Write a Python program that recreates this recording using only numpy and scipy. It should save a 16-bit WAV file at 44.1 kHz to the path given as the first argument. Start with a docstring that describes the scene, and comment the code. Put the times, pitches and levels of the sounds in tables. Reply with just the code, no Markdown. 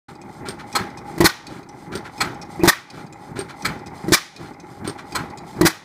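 """Antique gas engine in a yard

One microphone outdoors, by a single-cylinder engine that turns slowly on a timber skid. About every
1.45 s the charge knocks in the cylinder and the exhaust barks; between firings the valve gear ticks
and clinks and the piston drives out a chuff of air. Flywheels and gears rumble underneath, the yard
echoes, and the recorder's gain control ducks after every bark."""
import sys
import numpy as np
from scipy import signal
from scipy.fft import rfft, irfft
from scipy.io import wavfile
from scipy.ndimage import uniform_filter1d, minimum_filter1d

SR = 44100
rng = np.random.default_rng(int(sys.argv[2]) if len(sys.argv) > 2 else 0)


def put_to_file(sound):
    """Save the sound as 16-bit audio at rate SR, in the file named by the first command-line argument."""
    columns = np.atleast_2d(sound).T  # one column per channel
    safe = np.clip(columns, -1, 1)
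    whole_steps = np.round(safe * 32767)
    wavfile.write(sys.argv[1], SR, whole_steps.astype(np.int16))


N = 257544
TIME = np.arange(N) / SR

# Start of each four-stroke cycle in seconds, counted from the exhaust.
CYCLE_STARTS = [-.252, 1.242, 2.672, 4.1215, 5.649, 7.18]
# Gas column of cylinder and stack. Each row: mode in Hz, level in dB, t60 in seconds.
CYLINDER_MODES = [(68.5, -35, 0.15), (146, -13, 0.14), (192.3, -9.5, 0.17), (322, -6, 0.17),
                  (346.2, -3, 0.14), (604, -17.5, 0.2), (906, -35, 0.034), (1940, -17.5, 0.1)]
# Resonances of the exhaust passage. Each row: centre in Hz, width in Hz, gain in dB.
EXHAUST_PASSAGE = [(617, 40, -15.5), (952, 30, -6), (1166, 62, -0.5), (1516, 44, -5), (1884, 46, 7),
                   (2000, 80, 0), (2360, 48, 2), (3570, 25, 4.5), (3930, 43, -5), (4376, 33, -3),
                   (4930, 110, 1), (5560, 60, -1), (5640, 50, -4.5), (6200, 90, -7)]


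def amp(db):
    """Decibels to gain."""
    return 10 ** (np.asarray(db) / 20)


def rms_one(x):
    """Scale to unit rms."""
    return x / np.sqrt(np.mean(x ** 2) + 1e-20)


def band(x, low, high):
    """Butterworth band-pass."""
    return signal.sosfilt(signal.butter(2, [low, high], "band", fs=SR, output="sos"), x)


def coloured(x, colour):
    """Minimum-phase filter that follows a colour: rows of frequency in Hz, level in dB."""
    size = 8192
    hz, db = np.transpose(colour)
    grid = np.maximum(np.arange(size // 2 + 1) * SR / size, 1)
    cepstrum = irfft(np.log(amp(np.interp(np.log(grid), np.log(hz), db))))
    cepstrum[1:size // 2] *= 2
    cepstrum[size // 2 + 1:] = 0
    impulse = irfft(np.exp(rfft(cepstrum)))[:size // 2]
    return signal.fftconvolve(x, impulse)[:N]


def resonate(x, hz, width):
    """One resonance with gain 1 at its top."""
    r = np.exp(-np.pi * width / SR)
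    poles = [1, -2 * r * np.cos(2 * np.pi * hz / SR), r * r]
    return signal.lfilter(np.array([1, 0, -1]) * (1 - r * r) / 2, poles, x)


def drift(rate):
    """Smooth random motion of rms 1, low-passed at rate Hz."""
    slow = signal.sosfilt(signal.butter(2, rate, fs=SR, output="sos"), rng.standard_normal(N + SR))
    return rms_one(slow[SR:])


def turbulence(colour, rough_db, rate):
    """Coloured noise of rms 1 that comes in uneven lumps."""
    return rms_one(coloured(rng.standard_normal(N) * amp(rough_db * drift(rate)), colour))


def jet(colour, resonances, rough_db, rate):
    """Sputtering noise of rms 1, heard both directly and through resonances."""
    flow = turbulence(colour, rough_db, rate)
    return rms_one(flow + sum(amp(db) * resonate(flow, hz, width) for hz, width, db in resonances))


def strike(times, levels_db, modes, vary_db):
    """Blows set decaying sines ringing, each mode at a slightly different level on each blow."""
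    out, at = np.zeros(N), np.round(np.asarray(times) * SR).astype(int)
    for hz, db, t60 in modes:
        blows = np.full(N, 1e-18)
        blows[at] = amp(levels_db + db + vary_db * rng.standard_normal(len(at)))
        r, w = amp(-60 / (t60 * SR)), 2 * np.pi * hz / SR
        out += signal.lfilter([0, np.sin(w)], [1, -2 * r * np.cos(w), r * r], blows)
    return out


def burst(start, rise, hold, t60):
    """Envelope that rises, holds and dies away; all times in seconds."""
    out, first = np.zeros(N), int(start * SR)
    age = TIME[:min(N - first, SR // 2)]
    decay = np.exp(-np.log(1000) * np.maximum(age - rise - hold, 0) / t60)
    out[first:first + len(age)] = np.minimum(age / rise, 1) * decay
    return out


def every_cycle(rows):
    """Repeat rows in each cycle, turning their first column from share of the cycle to seconds."""
    events = [(start + share * (end - start), *rest)
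              for start, end in zip(CYCLE_STARTS, CYCLE_STARTS[1:]) for share, *rest in rows]
    return [event for event in events if 0 <= event[0] < TIME[-1]]


def through_cycle(rows):
    """Follow each column as the engine turns; rows begin with their share of the cycle."""
    phase = np.interp(TIME, CYCLE_STARTS, np.arange(len(CYCLE_STARTS))) % 1
    shares, *columns = np.transpose(rows)
    return [np.interp(phase, shares, column) for column in columns]


def running_gear():
    """Flywheels shake the skid, gear teeth grind and ring, and the piston swishes with each stroke."""
    # Shaking, hardest as the piston turns round. Each row: share of the cycle, rumble in dB.
    shake = [(0, -35), (.15, -43.5), (.19, -32.5), (.28, -42), (.4, -41.5), (.5, -29.5), (.54, -38.5),
             (.65, -43), (.68, -30), (.72, -30), (.79, -38.5), (.92, -39.5), (.95, -34.5), (1, -26)]
    # Friction. 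Each row: share of the cycle, gear mesh in dB, sliding hiss in dB.
    friction = [(0, -45.5, -58), (.15, -39.5, -67.5), (.2, -45, -54), (.25, -44.5, -57), (.29, -46.5, -71),
                (.34, -43.5, -65), (.39, -43.5, -54), (.44, -43.5, -57.5), (.55, -40.5, -104),
                (.62, -43, -54.5), (.66, -38.5, -49.5), (.76, -39, -62), (.81, -41, -70), (.86, -40.5, -67),
                (.89, -39.5, -50), (.96, -37.5, -54.5), (1, -64, -41.5)]
    # Spectra of the three noises. Each row: frequency in Hz, level in dB.
    rumble_colour = [(25, -21), (60, -6.5), (110, -2.5), (155, 1), (240, -3), (360, -1), (480, -13.5),
                     (700, -16.5), (1400, -18.5), (2300, -32), (3000, -49.5)]
    mesh_colour = [(300, -17.5), (700, -8.5), (825, -1), (950, -6.5), (1300, -13.5), (1650, -20.5),
                   (2050, -14), (2420, -20.5), (2750, -28), (4000, -58.5)]
    hiss_colour = [(2000, -8), (3100, 2), (5000, 2), (7000, -2.5), (9000, -3), (12000, -8.5),
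                   (15500, -13.5)]
    # Ringing of gear wheels and sliding iron. Each row: centre in Hz, width in Hz, gain in dB.
    gear_rings = [(823, 62, 2.5), (1360, 51, -2.5), (2032, 96, 0.5)]
    slide_rings = [(3590, 41, 0), (4200, 78, 1.5), (4970, 110, 0.5), (6300, 90, 1.5), (7500, 130, 2),
                   (8520, 110, 7), (9800, 140, -14), (11700, 150, -17)]
    rumble_db, = through_cycle(shake)
    mesh_db, hiss_db = through_cycle(friction)
    swish = amp(hiss_db) * jet(hiss_colour, slide_rings, rough_db=2, rate=250)
    rumble = amp(rumble_db) * turbulence(rumble_colour, rough_db=2, rate=29.4)
    grind = amp(mesh_db) * jet(mesh_colour, gear_rings, rough_db=3, rate=77)
    return rumble + grind + swish


def valve_puffs(t60=0.092):
    """Air puffs softly at the valves in every cycle."""
    # Each row: share of the cycle, level in dB, rise and hold in seconds.
    puffs = [(.18, -44.5, 0.011, 0.073), (.471, -35, 0.008, 0.048), (.558, -36, 0.017, .012)]
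    colour = [(200, -19), (1400, 8), (2300, 0), (2850, -3),
              (4000, -6.5), (6500, -13), (9000, -16), (15000, -31)]
    resonances = [(1390, 40, 0.21), (2325, 52, 1.4), (3490, 39, 1.6), (4170, 160, 2)]
    flow = sum(amp(db) * burst(s, rise, hold, t60) for s, db, rise, hold in every_cycle(puffs))
    return flow * jet(colour, resonances, rough_db=3, rate=1200)


def push_rod(scuff_db=-16, ring_db=-14, rod_db=-15, vary_db=1, pitch_spread=0.07):
    """Each touch of cam and push rod scuffs at a slightly different pitch and faintly rings the rod."""
    # Contacts. Each row: share of the cycle, level in dB, brightest ring in Hz.
    ticks = [(.158, -26, 4350), (.271, -42.5, 4800), (.313, -36.5, 6160), (.6555, -29, 5400),
             (.772, -40, 4600), (.820, -31.5, 6240), (.826, -35, 5100), (.944, -41.5, 4500)]
    # The rod. Each row: mode in Hz, level in dB, t60 in seconds.
    rod_modes = [(2463, 5, 0.077), (3946, -7.5, 0.14), (5200, 4, 0.044), (6400, 1.5, 0.039),
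                 (7900, 5, 0.017)]
    # Spectrum of the scuff. Each row: frequency in Hz, level in dB.
    scuff_colour = [(1000, -7), (2400, -4), (3200, 10.5), (4500, 13), (6500, 5.5), (9000, 4.5),
                    (15500, -15)]
    times, levels_db, pitches = np.transpose(every_cycle(ticks))
    force, landing = rng.standard_normal((len(times), 2)).T
    levels_db = levels_db + vary_db * force
    pitches = pitches * np.exp(pitch_spread * landing)
    out = strike(times, levels_db + rod_db, rod_modes, vary_db=3)
    grit = turbulence(scuff_colour, rough_db=3, rate=500)
    for s, db, hz in zip(times, levels_db, pitches):
        scuff = amp(scuff_db) * grit + amp(ring_db) * rms_one(resonate(grit, hz, width=220))
        out += amp(db) * burst(s, 0.00069, 0.0059, t60=0.052) * scuff
    return out


def skid(t60=0.064):
    """The rocking engine thumps its timbers; each thump is one damped low note."""
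    # Each row: share of the cycle, level in dB, pitch in Hz.
    thumps = [(.445, -27, 147), (.71, -20.5, 173), (.945, -23, 195)]
    return sum(strike([s], db, [(hz, 0, t60)], vary_db=2) for s, db, hz in every_cycle(thumps))


def latch(ring_hz=8597, ring_t60=0.11, bounce_s=0.02):
    """The steel valve latch drops and bounces once: a clack, one high ring and a thud in the frame."""
    # One drop a cycle. Each row: start in seconds, then clack, ring and thud in dB.
    drops = [(0.4861, -29, -28.5, -24), (1.953, -27, -32, -15.5), (3.3902, -29, -28.5, -14),
             (4.876, -27.5, -27.5, -14.5)]
    # The frame on its skid. Each row: mode in Hz, level in dB, t60 in seconds.
    frame_modes = [(176, -33, 0.051), (334, -14.5, 0.077), (379, -2, 0.078), (770, -31.5, 0.071)]
    # Spectrum of the clack. Each row: frequency in Hz, level in dB.
    clack_colour = [(150, 1.5), (1400, 9), (2800, 6.5), (4800, 13), (6500, 2), (8500, -2), (15500, -8)]
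    bounces = np.array(drops) + [bounce_s, -7, -24, -6.5]   # later and weaker
    times, clack_db, ring_db, thud_db = np.vstack([drops, bounces]).T
    clack = sum(amp(db) * burst(s, 0.00023, 0.00046, t60=0.054) for s, db in zip(times, clack_db))
    ring = strike(times, ring_db, [(ring_hz, 0, ring_t60)], vary_db=2)
    thud = strike(times, thud_db, frame_modes, vary_db=1)
    return clack * turbulence(clack_colour, rough_db=-2.5, rate=290) + ring + thud


def chuffs(after_db=-14):
    """The piston drives air out of the port in one short rush and a duller afterflow."""
    # Each row: start in seconds, level in dB, body at 900 Hz in dB, edge at 2300 Hz in dB.
    strokes = [(0.75, -13, 1, -8), (2.203, -14.5, 3.5, 2), (3.646, -16, -11, 1), (5.148, -17.5, 2, -4.5)]
    # Spectrum of the rush. Each row: frequency in Hz, level in dB.
    rush_colour = [(100, -17), (500, -10), (1000, -2.5), (2400, -1), (2720, -12), (3200, -8.5), (4200, -10),
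                   (5500, -13.5), (7000, -12), (10000, -17.5), (15500, -23)]
    # Resonances of the air port. Each row: centre in Hz, width in Hz, gain in dB.
    port = [(360, 87, 6.5), (830, 44, 4.5), (1019, 66, 9), (1288, 20, 16), (1950, 31, 0), (2290, 23, 10.5),
            (3300, 83, 2.5), (4200, 33, 16.5), (4560, 53, 4), (4830, 99, 8), (6340, 120, -14),
            (7940, 120, 10.5)]
    dull_colour = [(200, -10), (700, -4), (1300, 6.5), (2300, -2.5),
                   (2900, -6.5), (4000, -21), (12000, -28)]
    air = jet(rush_colour, port, rough_db=2.5, rate=700)
    dull_air = turbulence(dull_colour, rough_db=1.5, rate=91)
    out = np.zeros(N)
    for s, db, body_db, edge_db in strokes:
        rush = coloured(air, [(500, 0), (900, body_db), (1500, 0), (2300, edge_db), (3200, 0)])
        out += amp(db) * burst(s, 0.0077, 0.0097, t60=0.057) * rush
        out += amp(db + after_db) * burst(s, 0.027, 0.019, t60=0.22) * dull_air
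    return out


def knocks(rattle_db=-8, burn_db=-17):
    """Ignition booms in the cylinder with a sharp crack; the charge burns on and loose parts rattle."""
    # Two or three knocks a firing. Each row: start in seconds, boom in dB, crack in dB.
    blows = [(1.179, -24, -28.5), (1.2045, -4.5, -9), (1.222, -12, -36), (2.5951, -20, -46),
             (2.6346, -5, -14), (2.6521, -15.5, -18), (4.0826, -15.5, -30), (4.102, -33, -53),
             (5.558, -47, -57), (5.6109, 0.5, -8.5), (5.63, -4, -37)]
    # Spectrum of the crack. Each row: frequency in Hz, level in dB.
    crack_colour = [(60, -30), (400, -8), (1000, 6.5), (2100, 5.5), (2800, -30), (4000, 0.5), (7000, -4.5),
                    (15500, -9)]
    rattle_colour = [(200, -13), (950, 15), (1400, -5), (1900, 2),
                     (2800, -3), (4000, -6.5), (7000, -16), (15000, -25)]
    burn_colour = [(40, -10), (100, -11), (160, 22.5), (230, -9.5),
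                   (330, 17.5), (480, -29), (1500, -34.5)]
    times, boom_db, _ = np.transpose(blows)
    boom = -strike(times, boom_db, CYLINDER_MODES, vary_db=1)
    crack = sum(amp(db) * burst(s, 0.0017, 0.0047, t60=0.032) for s, _, db in blows)
    rattle = sum(amp(db + rattle_db) * burst(s, 0.0066, 0.0089, t60=0.11) for s, _, db in blows)
    burn = sum(amp(db + burn_db) * burst(s, 0.0057, 0.043, t60=0.066) for s, db, _ in blows)
    return (boom + crack * turbulence(crack_colour, rough_db=-6, rate=157)
            + rattle * turbulence(rattle_colour, rough_db=-3.5, rate=650)
            + burn * turbulence(burn_colour, rough_db=-2, rate=270))


def barks(t60_scale=0.52, opening_db=-11):
    """The exhaust valve cracks open and thumps the gas column; then a jet roars through the passage."""
    # Each row: start in seconds, gas in dB, thump in dB, hold in seconds, treble in dB.
    openings = [(1.243, -3, -2, 0.0063, -3.5), (2.676, 2, -1.5, 0.002, -2.5),
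                (4.121, 2.5, 5.5, 0.0084, 0.5), (5.651, 1, 3, 0.0058, -4.5)]
    # Spectrum of the jet. Each row: frequency in Hz, level in dB.
    gas_colour = [(60, -5), (500, -4), (850, 3.5), (1200, 5), (2300, 1), (2550, -0.5), (2880, -4.5),
                  (3700, 3.5), (5200, 3), (7000, -1), (11000, -5), (15500, -9)]
    times, _, thump_db = np.transpose(openings)[:3]
    damped = [(hz, db, t60 * t60_scale) for hz, db, t60 in CYLINDER_MODES]
    out = -strike(times, thump_db, damped, vary_db=1)
    gas = jet(gas_colour, EXHAUST_PASSAGE, rough_db=0.5, rate=1800)
    for s, gas_db, _, hold, treble_db in openings:
        crack = amp(opening_db) * burst(s, 0.00079, 0.0017, t60=0.041)
        roar = burst(s, 0.018, hold, t60=0.051)
        treble = [(2500, 0.0065), (3200, treble_db), (6000, treble_db), (12000, 0.0039)]
        out += amp(gas_db) * (crack + roar) * coloured(gas, treble)
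    return out


def whistles(wander=0.0284, flutter_db=-1.5):
    """Exhaust gas whistles on the valve edge, in tones that waver with the flow."""
    # Each row: start in seconds, pitch in Hz, level in dB, hold in seconds.
    edge_tones = [(1.256, 1536, -8, 0.0065), (1.25, 4280, -4.5, 0.0052), (2.601, 2460, -33, 0.022),
                  (2.682, 1176, -9, 0.013), (2.687, 1831, 3.5, 0.0047), (4.127, 1783, -4, 0.0042),
                  (4.132, 2320, -3.5, 0.012), (5.656, 1588, -4, 0.0033), (5.658, 2230, -27, 0.013)]
    wavering_time = np.cumsum(1 + wander * drift(142.6)) / SR
    tones = sum(amp(db) * burst(s, 0.01, hold, t60=0.017) * np.sin(2 * np.pi * hz * wavering_time)
                for s, hz, db, hold in edge_tones)
    return tones * amp(flutter_db * drift(360))


def yard(x, echo_s=0.034, echo_db=-17, build_s=0.012, ring_db=-3):
    """A nearby wall slaps back at the microphone; a diffuse wash dies away in the exhaust's colour."""
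    # The wall's reflection. Each row: frequency in Hz, gain in dB.
    wall_colour = [(60, -27.5), (500, -15.5), (1200, 6), (2300, -1.5), (4000, 0.5), (7000, -1.5),
                   (15500, -7)]
    # Scattered sound. Each row: frequency in Hz, level in dB, t60 in seconds.
    scatter = [(150, -50, 0.12), (600, -18.5, 0.32), (1400, -16.5, 0.42), (2400, -16.5, 0.41),
               (4050, -15, 0.44), (7300, -23.5, 0.4), (12800, -22, 0.21)]
    out = amp(echo_db) * coloured(np.interp(TIME - echo_s, TIME, x, left=0), wall_colour)
    table_hz, *columns = np.transpose(scatter)
    edges = np.geomspace(200, 16000, 11)
    late = np.interp(TIME - build_s, TIME, x, left=0)
    white = rng.standard_normal((2, N))
    ringing = sum(amp(db) * resonate(white, hz, width) for hz, width, db in EXHAUST_PASSAGE)
    wash = white + amp(ring_db) * ringing
    for k, (low, high) in enumerate(zip(edges, edges[1:])):
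        db, t60 = [np.interp(np.log(low * high) / 2, np.log(table_hz), column) for column in columns]
        # each band's power builds up quickly and leaks away slowly
        rise, fall = np.exp(-1 / (build_s * SR)), np.exp(-2 * np.log(1000) / (t60 * SR))
        arriving = band(late, low, high) ** 2 + 1e-18
        power = signal.lfilter([(1 - rise) * (1 - fall)], np.poly([rise, fall]), arriving)
        out += amp(db) * np.sqrt(np.abs(power)) * rms_one(band(wash[k % 2], low, high))
    return out


def scene():
    """The engine at the microphone, in mono; the yard answers all but the skid and running gear."""
    blows = knocks() + barks() + whistles() + chuffs() + valve_puffs() + latch() + push_rod()
    return (blows + yard(blows) + skid() + running_gear())[None]


def gain_control(x, limit_db=-7, hold_s=0.17, release_db_per_s=95):
    """Loud sound pulls the recorder's gain down at once; it waits, then recovers."""
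    power = np.maximum(uniform_filter1d(x ** 2, size=176), 1e-12)
    excess_db = np.maximum(10 * np.log10(power) - limit_db, 0)
    span = int(hold_s * SR) // 2
    held_db = -minimum_filter1d(-excess_db, 2 * span + 1, origin=span)
    recovery_db = release_db_per_s * TIME
    cut_db = np.maximum.accumulate(held_db + recovery_db) - recovery_db
    return x * amp(-uniform_filter1d(cut_db, size=88))


def record(dry, start_s=0.083, dip_hz=2730, dip_db=-8, low_cut_hz=55, high_cut_hz=15500):
    """The recorder opens after a moment, dips one narrow band, trims bass and top and rides the gain."""
    heard = dry[0] * np.clip((TIME - start_s) / 0.0039, 0, 1)
    heard = heard - (1 - amp(dip_db)) * resonate(heard, dip_hz, width=220)
    heard = signal.sosfilt(signal.butter(1, low_cut_hz, "high", fs=SR, output="sos"), heard)
    ducked = gain_control(heard)
    rounded = .95 * ducked / (1 + ducked ** 4) ** .25   # soft clipping
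    return signal.sosfilt(signal.ellip(12, .1, 90, high_cut_hz, fs=SR, output="sos"), rounded)[None]


dry = scene()
out = record(dry)
put_to_file(out)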